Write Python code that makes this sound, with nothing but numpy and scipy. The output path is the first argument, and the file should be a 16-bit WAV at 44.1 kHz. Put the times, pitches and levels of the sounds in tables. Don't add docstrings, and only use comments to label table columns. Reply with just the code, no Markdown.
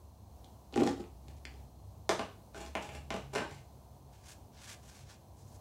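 import sys
import numpy as np
from scipy import signal
from scipy.fft import rfft, irfft
from scipy.io import wavfile

SR = 44100
rng = np.random.default_rng(int(sys.argv[2]) if len(sys.argv) > 2 else 0)


def wav_record(signal):
    frames = np.transpose(np.atleast_2d(signal))
    bounded = np.clip(frames, -1, 1)
    quanta = np.round(bounded * 32767).astype(np.int16)
    wavfile.write(sys.argv[1], SR, quanta)


N = 247080

# time_s, level_db
HUM_LEVELS = [(0.0, -61), (0.11, -54.5), (0.58, -63), (0.81, -50), (0.86, -56), (1.64, -49.5), (1.68, -59),
              (1.78, -54.5), (2.28, -59), (2.32, -66), (2.68, -49), (2.87, -58), (2.98, -49), (3.51, -59.5),
              (4.74, -62.5), (5.16, -74), (5.19, -65), (5.6, -58)]
# time_s, lower_db, upper_db
LOW_RESONANCE_LEVELS = [(0.0, -59, -76), (0.72, -61.5, -70.5), (0.78, -49.5, -43), (1.11, -59.5, -65),
                        (2.23, -55, -59), (2.35, -64, -67), (3.54, -55.5, -51), (3.68, -65, -64),
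                        (5.52, -59.5, -63), (5.6, -58, -70.5)]
# frequency_hz, relative_density_db
AIR_SPECTRUM = [(25, -33), (50, -8.5), (75, -8.5), (160, -20.5), (190, -16), (277, -22), (394, -24.5),
                (516, -25.5), (700, -21.5), (1020, -27.5), (1400, -42.5), (1890, -48), (3000, -46),
                (4250, -44.5), (16000, -47)]
# centre_hz, width_hz (between points about 9 dB down), level_db
HISS_BANDS = [(4200, 150, -86), (6140, 860, -84)]
# time_s, crack_db, body_db, splinter_db, crack_hz
TUB_SNAPS = [(0.4445, -39, -60.5, -48, 3620), (0.7259, -42, -45.5, -48, 3980),
             (0.741, -26.5, -45, -50, 2800), (0.7593, -50, -28, -33, 3620), (0.7765, -22, -25.5, -41, 2390),
             (0.8054, -24, -30, -52, 2350), (0.8194, -32, -24, -49, 2080), (0.8347, -25.5, -38, -35, 4000),
             (0.8639, -35.5, -32.5, -46, 2220), (0.8744, -25.5, -26.5, -29.5, 1960),
             (0.8898, -35, -34, -37, 2980), (1.0066, -40, -50, -65, 2760), (1.0405, -42, -56, -62, 2490),
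             (1.283, -45.5, -56, -47, 2350), (1.4527, -24, -56, -35.5, 2120), (1.54, -47, -59, -56, 3300)]
# start_s, end_s, rasp_start_db, rasp_end_db, body_over_rasp_db
PRISE_STROKES = [(0.75, 0.81, -51.5, -43, 11.5), (0.835, 0.89, -47.5, -41.5, 13), (1.0, 1.03, -67, -71, 16)]
# frequency_hz, relative_level_db, t60_s
TUB_MODES = [(203, -13, 0.15), (237, -4.5, 0.11), (281.4, -0.5, 0.11), (361, -7.5, 0.073),
             (348, 0.5, 0.041), (440, -3, 0.045), (478, -4, 0.093), (650, 2.5, 0.0049), (798, -6, 0.063),
             (1080, -12, 0.01), (1390, -6, 0.0048), (1970, -18.5, 0.023)]
# frequency_hz, relative_density_db
RASP_SPECTRUM = [(880, -89), (1500, -15), (1670, 2.5), (3180, -2), (5710, -4), (6180, -6.5), (7030, -2.5),
                 (16000, -25.5)]
# start_s, end_s, rustle_start_db, rustle_end_db
HANDLING_STROKES = [(1.292, 1.42, -68, -79), (1.5, 1.64, -76, -75)]
# time_s, crack_db, body_db, splinter_db, crack_hz
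LID_KNOCKS = [(2.0925, -17, -23.5, -26, 2100), (2.1939, -26, -29, -38.5, 2360),
              (2.5457, -68, -43.5, -52, 2030), (2.6625, -44, -50, -46, 2040), (2.7525, -18, -30, -39, 2340),
              (2.891, -31.5, -48.5, -52, 2640), (2.9494, -33.5, -52, -64, 2480),
              (3.1048, -21, -31, -39, 2210), (3.1411, -40, -34, -42.5, 2000),
              (3.1638, -32, -43.5, -44.5, 2910), (3.3385, -49, -55, -43, 2800),
              (3.3514, -30, -30, -35, 2020), (3.3585, -22.5, -28, -33.5, 2940),
              (3.3833, -21, -46.5, -39, 2010)]
# start_s, end_s, rasp_start_db, rasp_end_db, body_over_rasp_db
SLIDE_STROKES = [(2.553, 2.668, -56.5, -57, 1.5), (2.81, 2.958, -57, -56.5, 0.5),
                 (3.334, 3.36, -54, -49.5, 4), (3.395, 3.425, -63, -57, 14), (3.5, 3.57, -68, -63, -5)]
# frequency_hz, relative_level_db, t60_s
LID_MODES = [(195.4, -9.5, 0.19), (290, -1, 0.027), (337, -1.5, 0.029), (434, 0.5, 0.025),
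             (590, -4.5, 0.022), (603, -19.5, 0.081), (663, -9.5, 0.046), (824, -1.5, 0.043),
             (815, 3.5, 0.019), (1062, -1.5, 0.014), (1228, -10, 0.023), (1520, -3, 0.016),
             (1610, 0.5, 0.0049), (2400, -14.5, 0.0085), (2454, -15, 0.018), (2900, -5, 0.0082),
             (3620, 0, 0.0022)]
# start_s, end_s, crunch_start_db, crunch_end_db, brightness_db
SALT_STROKES = [(4.133, 4.215, -67.5, -76, 1), (4.237, 4.285, -67, -56, 3), (4.299, 4.328, -58.5, -60, 5.5),
                (4.535, 4.594, -69.5, -59, -10), (4.619, 4.739, -55, -50.5, 1.5),
                (4.838, 4.904, -64.5, -59.5, 3.5), (4.927, 5.058, -62.5, -65, 3),
                (5.099, 5.173, -53, -74.5, 0.5), (5.368, 5.565, -76, -73, 9.5)]
# frequency_hz, relative_density_db
SALT_SPECTRUM = [(710, -11), (1200, -3), (1280, -8.5), (1590, -0.5), (1910, -6.5), (2320, -3.5),
                 (4410, -5.5), (6370, -5), (9930, -13.5), (11700, -17.5), (14000, -27), (16000, -26)]
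# frequency_hz, t60_s, relative_level_db
ROOM_DECAY = [(124, 0.16, -10), (300, 0.3, 1), (700, 0.31, 2), (1500, 0.34, 3.5), (3700, 0.38, 0),
              (12200, 0.32, -1)]
# delay_s, level_db
EARLY_ECHOES = [(.0028, -9), (.0052, -12), (.016, -16.5), (.021, -11)]

AIR_DB = -57.5
CUTOFF_HZ = 15800
RUB_ATTACK_DB_PER_S, RUB_RELEASE_DB_PER_S = 887, 700.0
DIG_ATTACK_DB_PER_S, DIG_RELEASE_DB_PER_S = 800.0, 752


def from_db(db):
    return 10 ** (np.asarray(db) / 20)


def rms_one(x):
    return x / np.sqrt(np.mean(x ** 2) + 1e-20)


def filtered(x, order, hz, kind="low"):
    return signal.sosfilt(signal.butter(order, hz, kind, fs=SR, output="sos"), x)


def in_time(rows):
    time_s, *columns = np.transpose(rows)
    return [from_db(np.interp(np.arange(N) / SR, time_s, column)) for column in columns]


def at_hz(points, hz, axis=1):
    points = np.array(points)
    return np.interp(np.log(hz), np.log(points[:, 0]), points[:, axis])


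def coloured(x, spectrum):
    hz = np.maximum(np.arange(N // 2 + 1) * SR / N, 1)
    return rms_one(irfft(rfft(x) * from_db(at_hz(spectrum, hz)), N))


def drift(rate_hz):
    r = np.exp(-2 * np.pi * rate_hz / SR)
    noise = rng.standard_normal(N + SR)
    return rms_one(signal.lfilter([1], [1, -2 * r, r * r], noise)[SR:])


def ring(force, hz, t60):
    r, w = from_db(-60 / (t60 * SR)), 2 * np.pi * hz / SR
    return signal.lfilter([0, np.sin(w)], [1, -2 * r * np.cos(w), r * r], force + 1e-18)


def grit(per_s, spread_db, clump_db, clump_rate):
    sizes = from_db(spread_db * np.minimum(rng.exponential(1, N), 5)) * rng.choice([-1, 1], N)
    occurs = rng.random(N) < per_s / SR
    return rms_one(sizes * occurs * from_db(clump_db * drift(clump_rate)))


def strokes(rows, attack_db_per_s, release_db_per_s):
    time = np.arange(N) / SR
    return np.array([from_db(np.interp(time, [start, end], [first_db, last_db])
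                             - attack_db_per_s * np.maximum(start - time, 0)
                             - release_db_per_s * np.maximum(time - end, 0))
                     for start, end, first_db, last_db, *_ in rows])


def background():
    [hum], [lower, upper] = in_time(HUM_LEVELS), in_time(LOW_RESONANCE_LEVELS)
    white = rng.standard_normal((3, N))
    hum_hz = 68 + 4.09 * drift(3.79)
    out = hum * np.sqrt(2) * np.sin(2 * np.pi * np.cumsum(hum_hz) / SR)
    out += lower * rms_one(ring(white[1], 96.95, 0.46))
    out += upper * rms_one(ring(white[0], 134.3, 0.31))
    out += from_db(AIR_DB + 1.0 * drift(2.4)) * coloured(white[2], AIR_SPECTRUM)
    for hz, width, db in HISS_BANDS:
        out += from_db(db) * rms_one(ring(white[0], hz, 5.7 / width))
    return out


def struck(events, modes, scatter_db, crack_s, sharpness, click_low_hz):
    s, crack, body, splinter, crack_hz = np.transpose(events)
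    at, out = np.round(s * SR).astype(int), np.zeros(N)
    luck = rng.standard_normal((len(at), len(modes)))
    for k, (hz, level_db, t60) in enumerate(modes):
        force = np.zeros(N)
        force[at] = (-1) ** k * from_db(body + level_db + scatter_db * luck[:, k])
        out += ring(force, hz, t60)
    out = filtered(out, 2, 4000)

    tail = np.arange(600) / SR
    bursts = rng.standard_normal((len(at), len(tail))) * from_db(-60 * tail / 0.012)
    bursts[:, 0] = -sharpness
    bursts = filtered(bursts, 2, [click_low_hz, 7000], "band")
    bursts = filtered(bursts, 2, 11500)

    phase = 2 * np.pi * crack_hz[:, None] * tail
    partials = -(np.sin(phase) - 0.38 * np.sin(1.62 * phase))
    onset = 1 - np.exp(-tail / 0.00018)
    rings = partials * from_db(-60 * tail / crack_s) * onset
    pulses = from_db(crack)[:, None] * rings + from_db(splinter)[:, None] * bursts
    for i, pulse in zip(at, pulses):
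        out[i:i + len(tail)] += pulse
    return out


def rubbed(rows, modes, per_s, uneven_db):
    gains = strokes(rows, RUB_ATTACK_DB_PER_S, RUB_RELEASE_DB_PER_S)
    rasp = gains.sum(axis=0)
    body = from_db(np.array(rows)[:, -1]) @ gains
    slips = grit(per_s, uneven_db, clump_db=6.0, clump_rate=43.5)
    modal_rms = np.sqrt(sum(from_db(2 * db) * t60 * SR / 27.6 for hz, db, t60 in modes))
    rung = sum(from_db(db) * ring(slips * body, hz, t60) for hz, db, t60 in modes) / modal_rms
    return rung + rasp * coloured(slips, RASP_SPECTRUM)


def tub_prised():
    out = struck(TUB_SNAPS, TUB_MODES, scatter_db=4.0, crack_s=0.0033, sharpness=4.4, click_low_hz=2940)
    out += rubbed(PRISE_STROKES, TUB_MODES, 900.0, uneven_db=2.5)
    return filtered(out, 3, 150, "high")


def handling():
    level = strokes(HANDLING_STROKES, RUB_ATTACK_DB_PER_S, RUB_RELEASE_DB_PER_S).sum(axis=0)
    return level * coloured(grit(6200.0, 3.1, clump_db=4.0, clump_rate=32.0), RASP_SPECTRUM)


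def lid_on_worktop():
    out = struck(LID_KNOCKS, LID_MODES, scatter_db=2.23, crack_s=0.0026, sharpness=10.5, click_low_hz=453)
    out += rubbed(SLIDE_STROKES, LID_MODES, 3000.0, uneven_db=3.0)
    return filtered(out, 3, 150, "high")


def salt():
    gains = strokes(SALT_STROKES, DIG_ATTACK_DB_PER_S, DIG_RELEASE_DB_PER_S)
    crunch = gains.sum(axis=0)
    bright = from_db(np.array(SALT_STROKES)[:, -1]) @ gains
    grains = coloured(grit(6000.0, 2.4, clump_db=2.0, clump_rate=38.0), SALT_SPECTRUM)
    top = filtered(grains, 2, 5000, "high")
    return crunch * (grains - top) + bright * top


def kitchen(x, wet_db):
    time = np.arange(SR) / SR
    edges = 60 * 2 ** np.arange(0, 8.1, .5)
    white, tail = rng.standard_normal((2, SR)), 0
    for k, (low, high) in enumerate(zip(edges, edges[1:])):
        band = filtered(white[k % 2], 2, [low, high], "band")
        hz = np.sqrt(low * high)
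        decay_db = -60 * time / at_hz(ROOM_DECAY, hz)
        tail = tail + band * from_db(at_hz(ROOM_DECAY, hz, axis=2) + decay_db)
    tail = tail * (1 - np.exp(-time / 0.0039))
    response = from_db(wet_db) * tail / np.sqrt(np.sum(tail ** 2))
    for s, db in EARLY_ECHOES:
        response[round(s * SR)] += from_db(db)
    return signal.fftconvolve(x, response)[:N]


def scene():
    tub, lid, grains = tub_prised(), lid_on_worktop(), salt()
    to_room = from_db(-5.0) * tub + lid + from_db(-11.5) * grains
    direct = tub + lid + grains
    return (direct + kitchen(to_room, wet_db=0.0) + handling() + background())[None]


def record(dry):
    heard = filtered(dry, 2, 50, "high")
    return signal.sosfilt(signal.ellip(12, .5, 60, CUTOFF_HZ, fs=SR, output="sos"), heard)


dry = scene()
out = record(dry)
wav_record(out)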